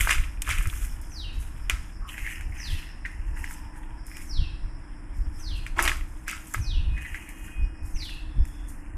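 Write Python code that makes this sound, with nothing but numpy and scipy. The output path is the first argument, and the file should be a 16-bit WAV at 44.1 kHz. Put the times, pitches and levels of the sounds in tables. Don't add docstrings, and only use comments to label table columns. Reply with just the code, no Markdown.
import sys
import numpy as np
from scipy import signal
from scipy.fft import rfft, irfft, next_fast_len
from scipy.io import wavfile
from scipy.ndimage import uniform_filter1d, map_coordinates

SR = 44100
rng = np.random.default_rng(int(sys.argv[2]) if len(sys.argv) > 2 else 0)


def unload_audio(sound):
    columns = np.transpose(np.atleast_2d(sound))
    steps = np.round(np.clip(columns, -1, 1) * 32767)
    wavfile.write(sys.argv[1], SR, steps.astype(np.int16))


N = 395577

# start_s, length_s, patter_db, hiss_db
HAND_PUSHES = [(0.0, 0.0032, -32, -35), (0.49, 0.045, -39, -43.5), (0.69, 0.15, -53, -50),
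               (1.01, 0.18, -62, -57.5), (1.33, 0.14, -58, -57), (1.55, 0.32, -58.5, -60),
               (2.1, 0.22, -45.5, -51), (2.542, 0.28, -48.5, -55), (3.08, 0.35, -57.5, -65.5),
               (3.369, 0.13, -50.5, -54), (3.74, 0.18, -62, -66.5), (4.06, 0.17, -61, -54.5),
               (5.14, 0.045, -73, -60), (5.35, 0.32, -61, -62), (5.87, 0.041, -59, -76),
               (6.05, 0.18, -69, -59), (6.305, 0.27, -59.5, -53.5), (7.0, 0.16, -48.5, -58.5),
               (7.25, 0.23, -55.5, -59), (7.83, 0.27, -65.5, -58), (8.45, 0.045, -68, -58),
               (8.67, 0.04, -70, -59)]
# peak_s, width_s, level_db
SIFTINGS = [(0.466, 0.027, -45), (1.41, 0.017, -51), (2.111, 0.024, -47.5), (2.307, 0.022, -48),
            (2.516, 0.032, -59), (2.74, 0.051, -54), (3.432, 0.03, -66), (3.52, 0.018, -44.5),
            (3.783, 0.022, -58), (5.383, 0.047, -60), (5.566, 0.016, -53), (5.87, 0.011, -46),
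            (7.265, 0.18, -55.5), (7.866, 0.015, -55), (8.04, 0.013, -52), (8.702, 0.017, -54)]
# start_s, end_s
SMALL_POT_SPELLS = [(1.95, 3.5), (6.75, 12)]
# frequency_hz, level_db
LARGE_PATTER_SPECTRUM = [(250, -45), (500, -28), (800, -41), (1150, 2.5), (1600, 11.5), (2200, 6.5),
                         (2700, 8), (3400, 3.5), (4400, -23), (6500, -16), (12000, -58)]
# frequency_hz, level_db
SMALL_PATTER_SPECTRUM = [(250, -34), (500, -29), (800, -37), (1200, 4), (1550, 8.5), (1850, 20.5),
                         (2300, 11), (2700, 17), (3200, 3.5), (4000, -42), (6500, -1), (12000, -49)]
# frequency_hz, level_db
CRUMB_SPECTRUM = [(1000, -69), (3000, -12), (4500, -7), (6500, 6.5), (8500, 8), (10500, 8.5), (12500, 5.5),
                  (14500, 2.5)]
# pitch_hz, width_hz, gain_db
HOLLOW_MODES = [(353, 12, 7.5), (642, 28, 2), (1088, 64, -3.5), (1290, 34, 1), (1370, 18, -3),
                (2038, 20, -4), (2190, 51, -3.5), (2426, 36, -1), (4940, 91, 2.5), (6700, 26, -5)]

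# time_s, level_db
BREEZE_LEVELS = [(0.0, -32), (0.25, -36.5), (0.62, -29.5), (1.12, -38.5), (1.65, -33.5), (2.22, -39.5),
                 (3.32, -34.5), (3.72, -39.5), (4.47, -33), (4.8, -38), (5.69, -32.5), (6.32, -42.5),
                 (6.57, -42.5), (6.8, -37), (7.04, -40), (7.32, -42.5), (7.77, -33), (8.97, -36.5)]
# peak_s, width_s, pressure_db, eddy_db
MIC_GUSTS = [(0.044, 0.034, -17.5, -44), (0.19, 0.038, -22.5, -48), (0.504, 0.018, -23, -40),
             (0.597, 0.011, -18.5, -38), (0.672, 0.0089, -12.5, -28), (1.33, 0.039, -28, -46),
             (1.735, 0.011, -22, -46), (2.498, 0.033, -27.5, -52), (2.73, 0.032, -29.5, -33.5),
             (3.315, 0.03, -25.5, -59), (4.404, 0.022, -17.5, -21), (5.23, 0.047, -27, -34.5),
             (5.557, 0.067, -28, -42), (5.88, 0.17, -30.5, -55), (6.61, 0.03, -24.5, -26),
             (6.757, 0.08, -23.5, -42), (6.899, 0.07, -25, -26), (7.63, 0.031, -19.5, -37),
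             (7.954, 0.011, -19, -43), (8.398, 0.026, -15.5, -20.5)]
# frequency_hz, level_db
BUFFET_SPECTRUM = [(10, -13.5), (22, 6), (40, 2.5), (70, -6), (100, -13), (150, -26), (250, -44),
                   (500, -46), (1000, -101)]
# frequency_hz, level_db
EDDY_SPECTRUM = [(20, -31.5), (60, 4), (98, -10), (130, -13.5), (200, -28.5), (400, -54.5), (1000, -88)]
# frequency_hz, level_db
MURMUR_SPECTRUM = [(60, 2.5), (160, 3.5), (250, 2.5), (340, 1.5), (390, -10.5), (520, -10.5), (720, -9),
                   (950, -4.5), (1250, -10.5), (1750, -7.5), (2600, -19.5), (4000, -79), (6000, -53),
                   (7200, -28), (10300, -24), (14000, -80)]
# pitch_hz, level_db
HUM_TONES = [(288, -60.5), (312.8, -57.5)]
# time_s, gain_db
HUM_GAINS = [(0, 0.5), (1.3, -8.5), (3.1, -3.5), (3.8, -0.5), (5, 1), (7, 0), (8.97, 2.5)]
# time_s, level_db
HIGH_BAND_LEVELS = [(0, -63), (1.0, -62), (1.42, -71), (1.7, -60.5), (2.05, -66), (2.5, -64), (2.9, -59.5),
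                    (3.25, -71.5), (3.5, -56), (3.88, -74.5), (4.12, -57), (4.5, -68), (4.68, -61.5),
                    (5.08, -69), (5.35, -59.5), (5.7, -80), (6.1, -69), (6.95, -72), (7.5, -76), (7.8, -64),
                    (8.25, -72), (8.5, -60), (8.85, -79)]

# start_s, level_db, ring_centre_hz, snap_gain_db
POT_KNOCKS = [(0.0075, -10.5, 2090, -4), (0.073, -11.5, 1390, -25), (0.094, -8.5, 1720, -24),
              (0.103, -17, 2100, -7), (0.107, -12.5, 1790, -16), (0.117, -25, 2300, -16),
              (0.123, -17, 2100, -14), (0.128, -20, 2300, -3), (0.182, -22.5, 2220, -24),
              (0.238, -26.5, 2390, -22), (0.242, -29, 2300, -25), (0.42, -22, 2600, 9),
              (0.476, -23, 1500, -6), (0.491, -19, 1340, 0.5), (0.513, -15.5, 2080, -8),
              (0.521, -21, 2060, -5), (0.585, -23.5, 2380, -14), (0.609, -24.5, 1520, -22),
              (0.656, -24.5, 1540, -25), (0.699, -26, 2870, -15), (0.728, -34, 1380, -1),
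              (0.736, -33.5, 1600, -16), (0.848, -35, 2520, -6), (1.6973, -6, 2340, -9),
              (1.7067, -20, 1730, -27), (2.09, -31, 2520, -3), (2.18, -25, 1880, -24),
              (2.265, -28, 1830, -22), (2.409, -32, 1970, -7), (2.551, -40, 2260, -16),
              (2.602, -33, 1840, -20), (2.72, -32, 2900, -18), (3.056, -25.5, 1920, -32),
              (3.061, -33, 1900, -32), (3.442, -21.5, 1880, -12), (3.509, -28, 1800, -12),
              (4.115, -32, 1850, -13), (4.169, -31.5, 2280, 3), (4.223, -42, 2100, -14),
              (5.665, -21, 2140, -15), (5.791, -5, 1330, -30), (5.796, -14, 1520, -26),
              (5.877, -8.5, 2270, -13), (5.886, -14, 2170, -15), (5.894, -14.5, 2460, -33),
              (5.916, -15.5, 1600, -27), (6.01, -34, 1880, -20), (6.28, -20, 1680, 0),
              (6.296, -26, 2000, -3), (6.312, -29, 2200, 5), (6.5393, -27, 1610, 11),
              (6.545, -15, 1620, -24), (6.579, -30.5, 1420, -24), (6.977, -30, 1940, -21),
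              (7.011, -34, 1890, -24), (7.145, -27, 1930, -24), (7.293, -44, 2020, -20),
              (8.092, -31, 2170, -31), (8.453, -39.5, 2070, 1)]
# pitch_hz, gain_db, t60_s
WALL_MODES = [(970, -4, 0.022), (1070, -4, 0.0091), (1284, -0.5, 0.01), (1630, -1.5, 0.016),
              (2014, 6.5, 0.0075), (2420, 2, 0.009), (2950, 7, 0.0073), (3420, -2, 0.015),
              (3800, 3.5, 0.009), (5830, 38, 0.0098)]
# start_s, level_db, pitch_hz
GRIT_SNAPS = [(0.013, -20, 11300), (0.0131, -13.5, 8650), (0.4245, -28, 11000), (0.5846, -26, 7500),
              (0.6263, -26, 10000), (0.6725, -26, 9900), (0.85, -30.5, 9000), (1.015, -33.5, 9000),
              (3.5023, -44, 9000), (4.067, -33, 9100), (5.8258, -10.5, 11010), (5.84, -16.5, 7650),
              (5.844, -28, 10500), (5.933, -39, 6100), (5.969, -31, 10400), (6.4715, -34, 9450),
              (7.291, -29.5, 9200), (8.139, -42, 3270)]
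# peak_s, rise_s, fall_s, crunch_db, thud_db
LANDINGS = [(0.11, 0.016, 0.025, -21.5, -63), (0.502, 0.024, 0.031, -29, -64),
            (5.793, 0.014, 0.026, -32, -32.5), (5.835, 0.013, 0.034, -35.5, -46),
            (5.879, 0.022, 0.016, -25.5, -36.5), (6.296, 0.014, 0.047, -34, -74)]
# frequency_hz, level_db
CRUNCH_SPECTRUM = [(400, -28.5), (800, -14), (1200, -2.5), (1700, 1.5), (2400, 1), (3200, -6.5),
                   (4200, -13), (6000, -9), (9000, -10.5), (14000, -23)]
# frequency_hz, level_db
THUD_SPECTRUM = [(120, -19), (220, -2), (335, 12.5), (480, -4), (640, 7), (1050, 10), (1600, 0),
                 (4000, -66)]

# start_s, level_db
BIRD_CALLS = [(1.099, -41), (2.572, -39), (4.264, -40.5), (5.384, -41), (6.592, -41), (7.933, -39)]
# time_s, pitch_hz, gain_db
CALL_SHAPE = [(0, 6450, -12), (.036, 5720, -2), (.075, 4516, 1.5), (.11, 3730, 2), (.143, 2975, -2.5),
              (.178, 2690, -4), (.21, 2625, -7), (.25, 2586, -18)]
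# peak_s, width_s, level_db, pitch_hz
FINGER_SCRAPES = [(2.062, 0.027, -48, 1260), (2.096, 0.01, -44.5, 2980), (2.188, 0.016, -43, 2160),
                  (2.245, 0.008, -43, 2180), (2.275, 0.015, -38, 2120), (2.301, 0.013, -40, 2450),
                  (2.35, 0.033, -54, 2430), (2.527, 0.0054, -50, 2250), (2.568, 0.005, -45, 2250),
                  (2.597, 0.0078, -45, 2240), (2.633, 0.005, -49, 2200), (3.059, 0.007, -32.5, 2030),
                  (3.371, 0.009, -47, 1920), (3.757, 0.013, -49.5, 1900), (3.832, 0.005, -52, 1900),
                  (4.185, 0.045, -51, 2280), (6.984, 0.0094, -40.5, 2060), (7.055, 0.0084, -37, 2080),
                  (7.153, 0.014, -40.5, 2080), (7.293, 0.018, -46.5, 2230), (7.484, 0.007, -46, 1880),
                  (7.969, 0.0059, -48.5, 2660), (8.003, 0.004, -48, 2600), (8.028, 0.0087, -45.5, 2420)]
# start_s, end_s, pitch_hz, width_hz, level_db
FAR_SQUEALS = [(3.3, 4.035, 927, 158, -54.5), (8.143, 8.746, 3420, 280, -65.5)]
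# time_s, level_db
WHISTLE_LEVELS = [(6.56, -84), (6.65, -47), (6.74, -58), (6.86, -65), (6.97, -46), (7.1, -58), (7.44, -60),
                  (7.54, -49.5), (7.64, -46.5), (7.72, -64.5), (7.88, -64), (8.0, -92)]
# pitch_hz, level_db
WHISTLE_PARTIALS = [(2856, -62), (3213, -69)]


def amp(db):
    return 10 ** (np.asarray(db) / 20)


def unit(x):
    return x / np.sqrt(np.mean(x ** 2) + 1e-20)


def curves(rows):
    times, *columns = np.transpose(rows)
    return [np.interp(np.arange(N) / SR, times, column) for column in columns]


def wobble(rate):
    return map_coordinates(rng.standard_normal(int(N * rate / SR) + 4), [np.arange(N) * rate / SR])


def swell(peak_s, rise_s, fall_s):
    t = np.arange(N) / SR - peak_s
    return np.exp(-np.minimum((t / np.where(t < 0, rise_s, fall_s)) ** 2 / 2, 50))


def add(track, start_s, sound):
    start = max(round(start_s * SR), 0)
    track[start:start + len(sound)] += sound[:len(track) - start]


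def colour(x, spectrum):
    size = 2 ** 14
    hz, db = np.transpose(spectrum)
    gain = amp(np.interp(np.log(np.fft.rfftfreq(size, 1 / SR) + 1), np.log(hz), db))
    cepstrum = irfft(np.log(gain))
    cepstrum[1:size // 2] *= 2
    cepstrum[size // 2 + 1:] = 0
    return signal.fftconvolve(x, irfft(np.exp(rfft(cepstrum))))[:len(x)]


def resonance(x, hz, width_hz):
    return signal.lfilter(*signal.iirpeak(hz, hz / width_hz, fs=SR), x)


def noise(spectrum, samples=N):
    return unit(colour(rng.standard_normal(samples), spectrum))


def narrow_noise(hz, width_hz):
    size = next_fast_len(N, True)
    band = np.exp(-2 * ((np.fft.rfftfreq(size, 1 / SR) - hz) / width_hz) ** 2)
    return unit(irfft(rfft(rng.standard_normal(size)) * band)[:N])


def grains(rate, spread_db, tint_db):
    falls = rng.random(N) < rate / SR
    taps = falls * rng.choice([-1, 1], N) * amp(spread_db * np.clip(rng.standard_normal(N), -2, 2))
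    spectra = signal.stft(taps, nperseg=256)[2]
    tint = unit(uniform_filter1d(rng.standard_normal(spectra.shape), size=4, axis=0))
    return unit(signal.istft(spectra * amp(tint_db * tint))[1][:N])


def echo(x, t60_s, delay_s):
    t = np.arange(SR) / SR
    tail = rng.standard_normal(SR) * amp(-60 * t / t60_s) * (t > delay_s)
    return signal.fftconvolve(x, tail / np.linalg.norm(tail))


def terrace(x, wet_db):
    early = echo(x, t60_s=0.035, delay_s=0.006)
    late = amp(0.5) * echo(x, t60_s=0.39, delay_s=0.019)
    return x + amp(wet_db) * (early + late)[:N]


def hollow(x):
    return amp(-2) * (x + sum(amp(db) * resonance(x, hz, width) for hz, width, db in HOLLOW_MODES))


def in_small_pot(t):
    return np.any([(t > start) & (t < end) for start, end in SMALL_POT_SPELLS], axis=0)


def push(start_s, length_s, attack_s=0.05, settle_db_per_s=79):
    t = np.arange(N) / SR - start_s
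    ease = np.sin(np.pi / 2 * np.clip(t / attack_s + 0.5, 0, 1)) ** 2
    return ease * amp(-settle_db_per_s * np.maximum(t - length_s, 0))


def soil(lowpass_below_db=-59.5):
    heavy, fine = amp(-66.5), amp(-77.5)
    for start_s, length_s, patter_db, hiss_db in HAND_PUSHES:
        effort = push(start_s, length_s)
        heavy = np.maximum(heavy, amp(patter_db) * effort)
        fine = np.maximum(fine, amp(hiss_db) * effort)
    clumps = wobble(50)
    taps = grains(rate=900, spread_db=5, tint_db=4) * amp(2.2 * clumps)
    small_pot = unit(colour(taps, SMALL_PATTER_SPECTRUM))
    large_pot = unit(hollow(colour(taps, LARGE_PATTER_SPECTRUM)))
    patter = np.where(in_small_pot(np.arange(N) / SR), small_pot, large_pot)
    dust = grains(rate=5000, spread_db=3.6, tint_db=4) * amp(1.8 * clumps)
    crackle = amp(-9) * grains(rate=80, spread_db=2.2, tint_db=6.5)
    kneading = amp(2 * wobble(9))
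    hiss = unit(colour(kneading * (dust + crackle), CRUMB_SPECTRUM))
    sifting = sum(amp(db) * swell(peak_s, width_s, width_s) for peak_s, width_s, db in SIFTINGS)
    hiss_level = np.hypot(fine, sifting)
    lowpassed = signal.sosfiltfilt(signal.butter(6, 11800, fs=SR, output="sos"), hiss)
    bypass = hiss_level ** 2 / (hiss_level ** 2 + amp(lowpass_below_db) ** 2)
    hiss = lowpassed + bypass * (hiss - lowpassed)
    return terrace(heavy * patter + hiss_level * hiss, wet_db=-8)


def wind(flutter_db=3):
    breeze_db, = curves(BREEZE_LEVELS)
    pressure = amp(breeze_db + 1 + flutter_db * wobble(24))
    eddies = 0
    for peak_s, width_s, pressure_db, eddy_db in MIC_GUSTS:
        gust = swell(peak_s, width_s, width_s)
        pressure = np.hypot(pressure, amp(pressure_db) * gust)
        eddies += amp(eddy_db) * gust
    return pressure * noise(BUFFET_SPECTRUM) + eddies * noise(EDDY_SPECTRUM)


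def traffic():
    return amp(-50.5 + 0.32 * wobble(1.77)) * noise(MURMUR_SPECTRUM)


def machine_hum():
    out, t = np.zeros(N), np.arange(N) / SR
    swell_db, = curves(HUM_GAINS)
    for hz, db in HUM_TONES:
        level = amp(db + swell_db + 2 * wobble(4) - 0.5)
        out += level * unit(np.sin(2 * np.pi * hz * t + 0.5 * wobble(5)))
    return out


def insects():
    level_db, = curves(HIGH_BAND_LEVELS)
    shimmer_db = 2.4 * wobble(25) - 1
    return amp(level_db + shimmer_db) * narrow_noise(hz=5270, width_hz=590)


def snap(t60_s, hz):
    t = np.arange(SR // 20) / SR
    splinters = rng.standard_normal(len(t)) * amp(-60 * t / t60_s)
    crack = colour(splinters + 4 * (t == 0), CRUMB_SPECTRUM)
    crack += amp(-1.5) * resonance(crack, hz, width_hz=1400)
    return crack / np.abs(crack).max()


def afterglow(spectrum, early_t60_s, late_t60_s=0.41):
    t = np.arange(SR // 3) / SR
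    decay = amp(-60 * t / early_t60_s) + amp(-4.5 - 60 * t / late_t60_s)
    onset = 1 - np.exp(-t / 0.0014)
    return noise(spectrum, len(t)) * decay * onset


def knocks(bump_hz=610, bump_t60_s=0.0021):
    small_pot, large_pot = np.zeros(N), np.zeros(N)
    t = np.arange(SR // 20) / SR
    mode_hz, mode_db, t60_s = np.transpose(WALL_MODES)[:, :, None]
    bump = np.sin(2 * np.pi * bump_hz * t) * amp(-12 - 60 * t / bump_t60_s)
    for start_s, db, centre_hz, snap_db in POT_KNOCKS:
        uneven, detune, phase = rng.standard_normal((3, len(WALL_MODES), 1))
        focus_db = 17.5 - db
        strength = amp(mode_db + 2 * uneven - focus_db * np.log2(mode_hz / centre_hz) ** 2)
        modes = np.sin(2 * np.pi * mode_hz * (1 + 0.032 * detune) * t + np.pi * phase)
        ring = np.sum(strength * amp(-60 * t / t60_s) * modes, axis=0)
        ring *= 1 - np.exp(-t / 0.0008)
        blow = ring / np.abs(ring).max() + bump + amp(snap_db) * snap(t60_s=0.025, hz=7300)
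        pot = small_pot if in_small_pot(start_s) else large_pot
        add(pot, start_s, amp(db) * blow)
        add(pot, start_s, amp(db - 24) * afterglow(CRUNCH_SPECTRUM, early_t60_s=0.075))
    return small_pot + hollow(large_pot)


def grit():
    out = np.zeros(N)
    for start_s, db, hz in GRIT_SNAPS:
        add(out, start_s, amp(db) * snap(t60_s=0.012, hz=hz))
        add(out, start_s, amp(db - 23) * afterglow(CRUMB_SPECTRUM, early_t60_s=0.1))
    return out


def handfuls():
    crumbs = grains(rate=2200, spread_db=4, tint_db=5.5) * amp(2.4 * wobble(130))
    clods = unit(colour(grains(rate=220, spread_db=2.5, tint_db=7), LARGE_PATTER_SPECTRUM))
    crunch = unit(unit(colour(crumbs, CRUNCH_SPECTRUM)) + amp(-3) * clods)
    thud = unit(colour(grains(rate=990, spread_db=2, tint_db=2), THUD_SPECTRUM))
    out = np.zeros(N)
    for peak_s, rise_s, fall_s, crunch_db, thud_db in LANDINGS:
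        out += swell(peak_s, rise_s, fall_s) * (amp(crunch_db) * crunch + amp(thud_db) * thud)
    return terrace(hollow(out), wet_db=-10)


def bird(rasp_hz=160, flutter_db=3):
    out, t = np.zeros(N), np.arange(int(CALL_SHAPE[-1][0] * SR)) / SR
    glide_hz, shape_db = [curve[:len(t)] for curve in curves(CALL_SHAPE)]
    envelope = amp(shape_db) * signal.windows.tukey(len(t), 0.1)
    depth_hz = rasp_hz * np.clip((glide_hz - glide_hz.min()) / 900, 0.5, 1)
    rasp, flutter = wobble(700), wobble(150)
    for start_s, db in BIRD_CALLS:
        now = round(start_s * SR) + np.arange(len(t))
        pitch_hz = glide_hz * (1 + 0.0054 * rng.standard_normal()) + depth_hz * rasp[now]
        call = amp(db + flutter_db * flutter[now]) * envelope * np.sin(2 * np.pi * np.cumsum(pitch_hz) / SR)
        add(out, start_s, amp(-3) * call)
        add(out, start_s, amp(-8.5) * echo(call, t60_s=0.16, delay_s=0.003))
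        add(out, start_s, amp(-4.5) * echo(call, t60_s=0.58, delay_s=0.028))
    return out


def scrapes():
    out, t = np.zeros(N), np.arange(SR // 3) / SR
    middle_s = t.mean()
    slips = grains(rate=3200, spread_db=2.6, tint_db=4)
    for peak_s, width_s, db, hz in FINGER_SCRAPES:
        start_s = peak_s - middle_s
        wall = signal.butter(2, [hz / 1.224, hz * 1.05], "bandpass", fs=SR, output="sos")
        rasp = unit(signal.sosfilt(wall, slips[round(start_s * SR):][:len(t)]))
        stroke = np.exp(-((t - middle_s) / width_s) ** 2 / 2)
        add(out, start_s, amp(db) * rasp * stroke)
    return terrace(out, wet_db=-9)


def squeals(fade_s=0.073):
    out, t = np.zeros(N), np.arange(N) / SR
    for start_s, end_s, hz, width_hz, db in FAR_SQUEALS:
        fade = np.clip(np.minimum(t - start_s, end_s - t) / fade_s, 0, 1)
        out += amp(db) * fade * narrow_noise(hz, width_hz)
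    return out


def whistle(pitch_hz=2497, partials_start_s=6.7, partials_end_s=7.87, fade_s=0.34):
    t = np.arange(N) / SR

    def tone(hz):
        return unit(np.sin(2 * np.pi * hz * t + 0.75 * wobble(22))) * amp(2.2 * wobble(12) - 1)

    level_db, = curves(WHISTLE_LEVELS)
    fade = np.clip(np.minimum(t - partials_start_s, partials_end_s - t) / fade_s, 0, 1)
    return amp(level_db) * tone(pitch_hz) + fade * sum(amp(db) * tone(hz) for hz, db in WHISTLE_PARTIALS)


def scene():
    pots = soil() + handfuls() + scrapes() + knocks() + grit()
    open_air = bird() + wind()
    distance = traffic() + machine_hum() + squeals() + insects() + whistle()
    return (pots + open_air + distance)[None]


def record(dry, top_hz=14400):
    size = next_fast_len(N + SR // 2)
    passband = np.fft.rfftfreq(size, 1 / SR) < top_hz
    return irfft(rfft(dry, size) * passband, size)[:, :N]


dry = scene()
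out = record(dry)
unload_audio(out)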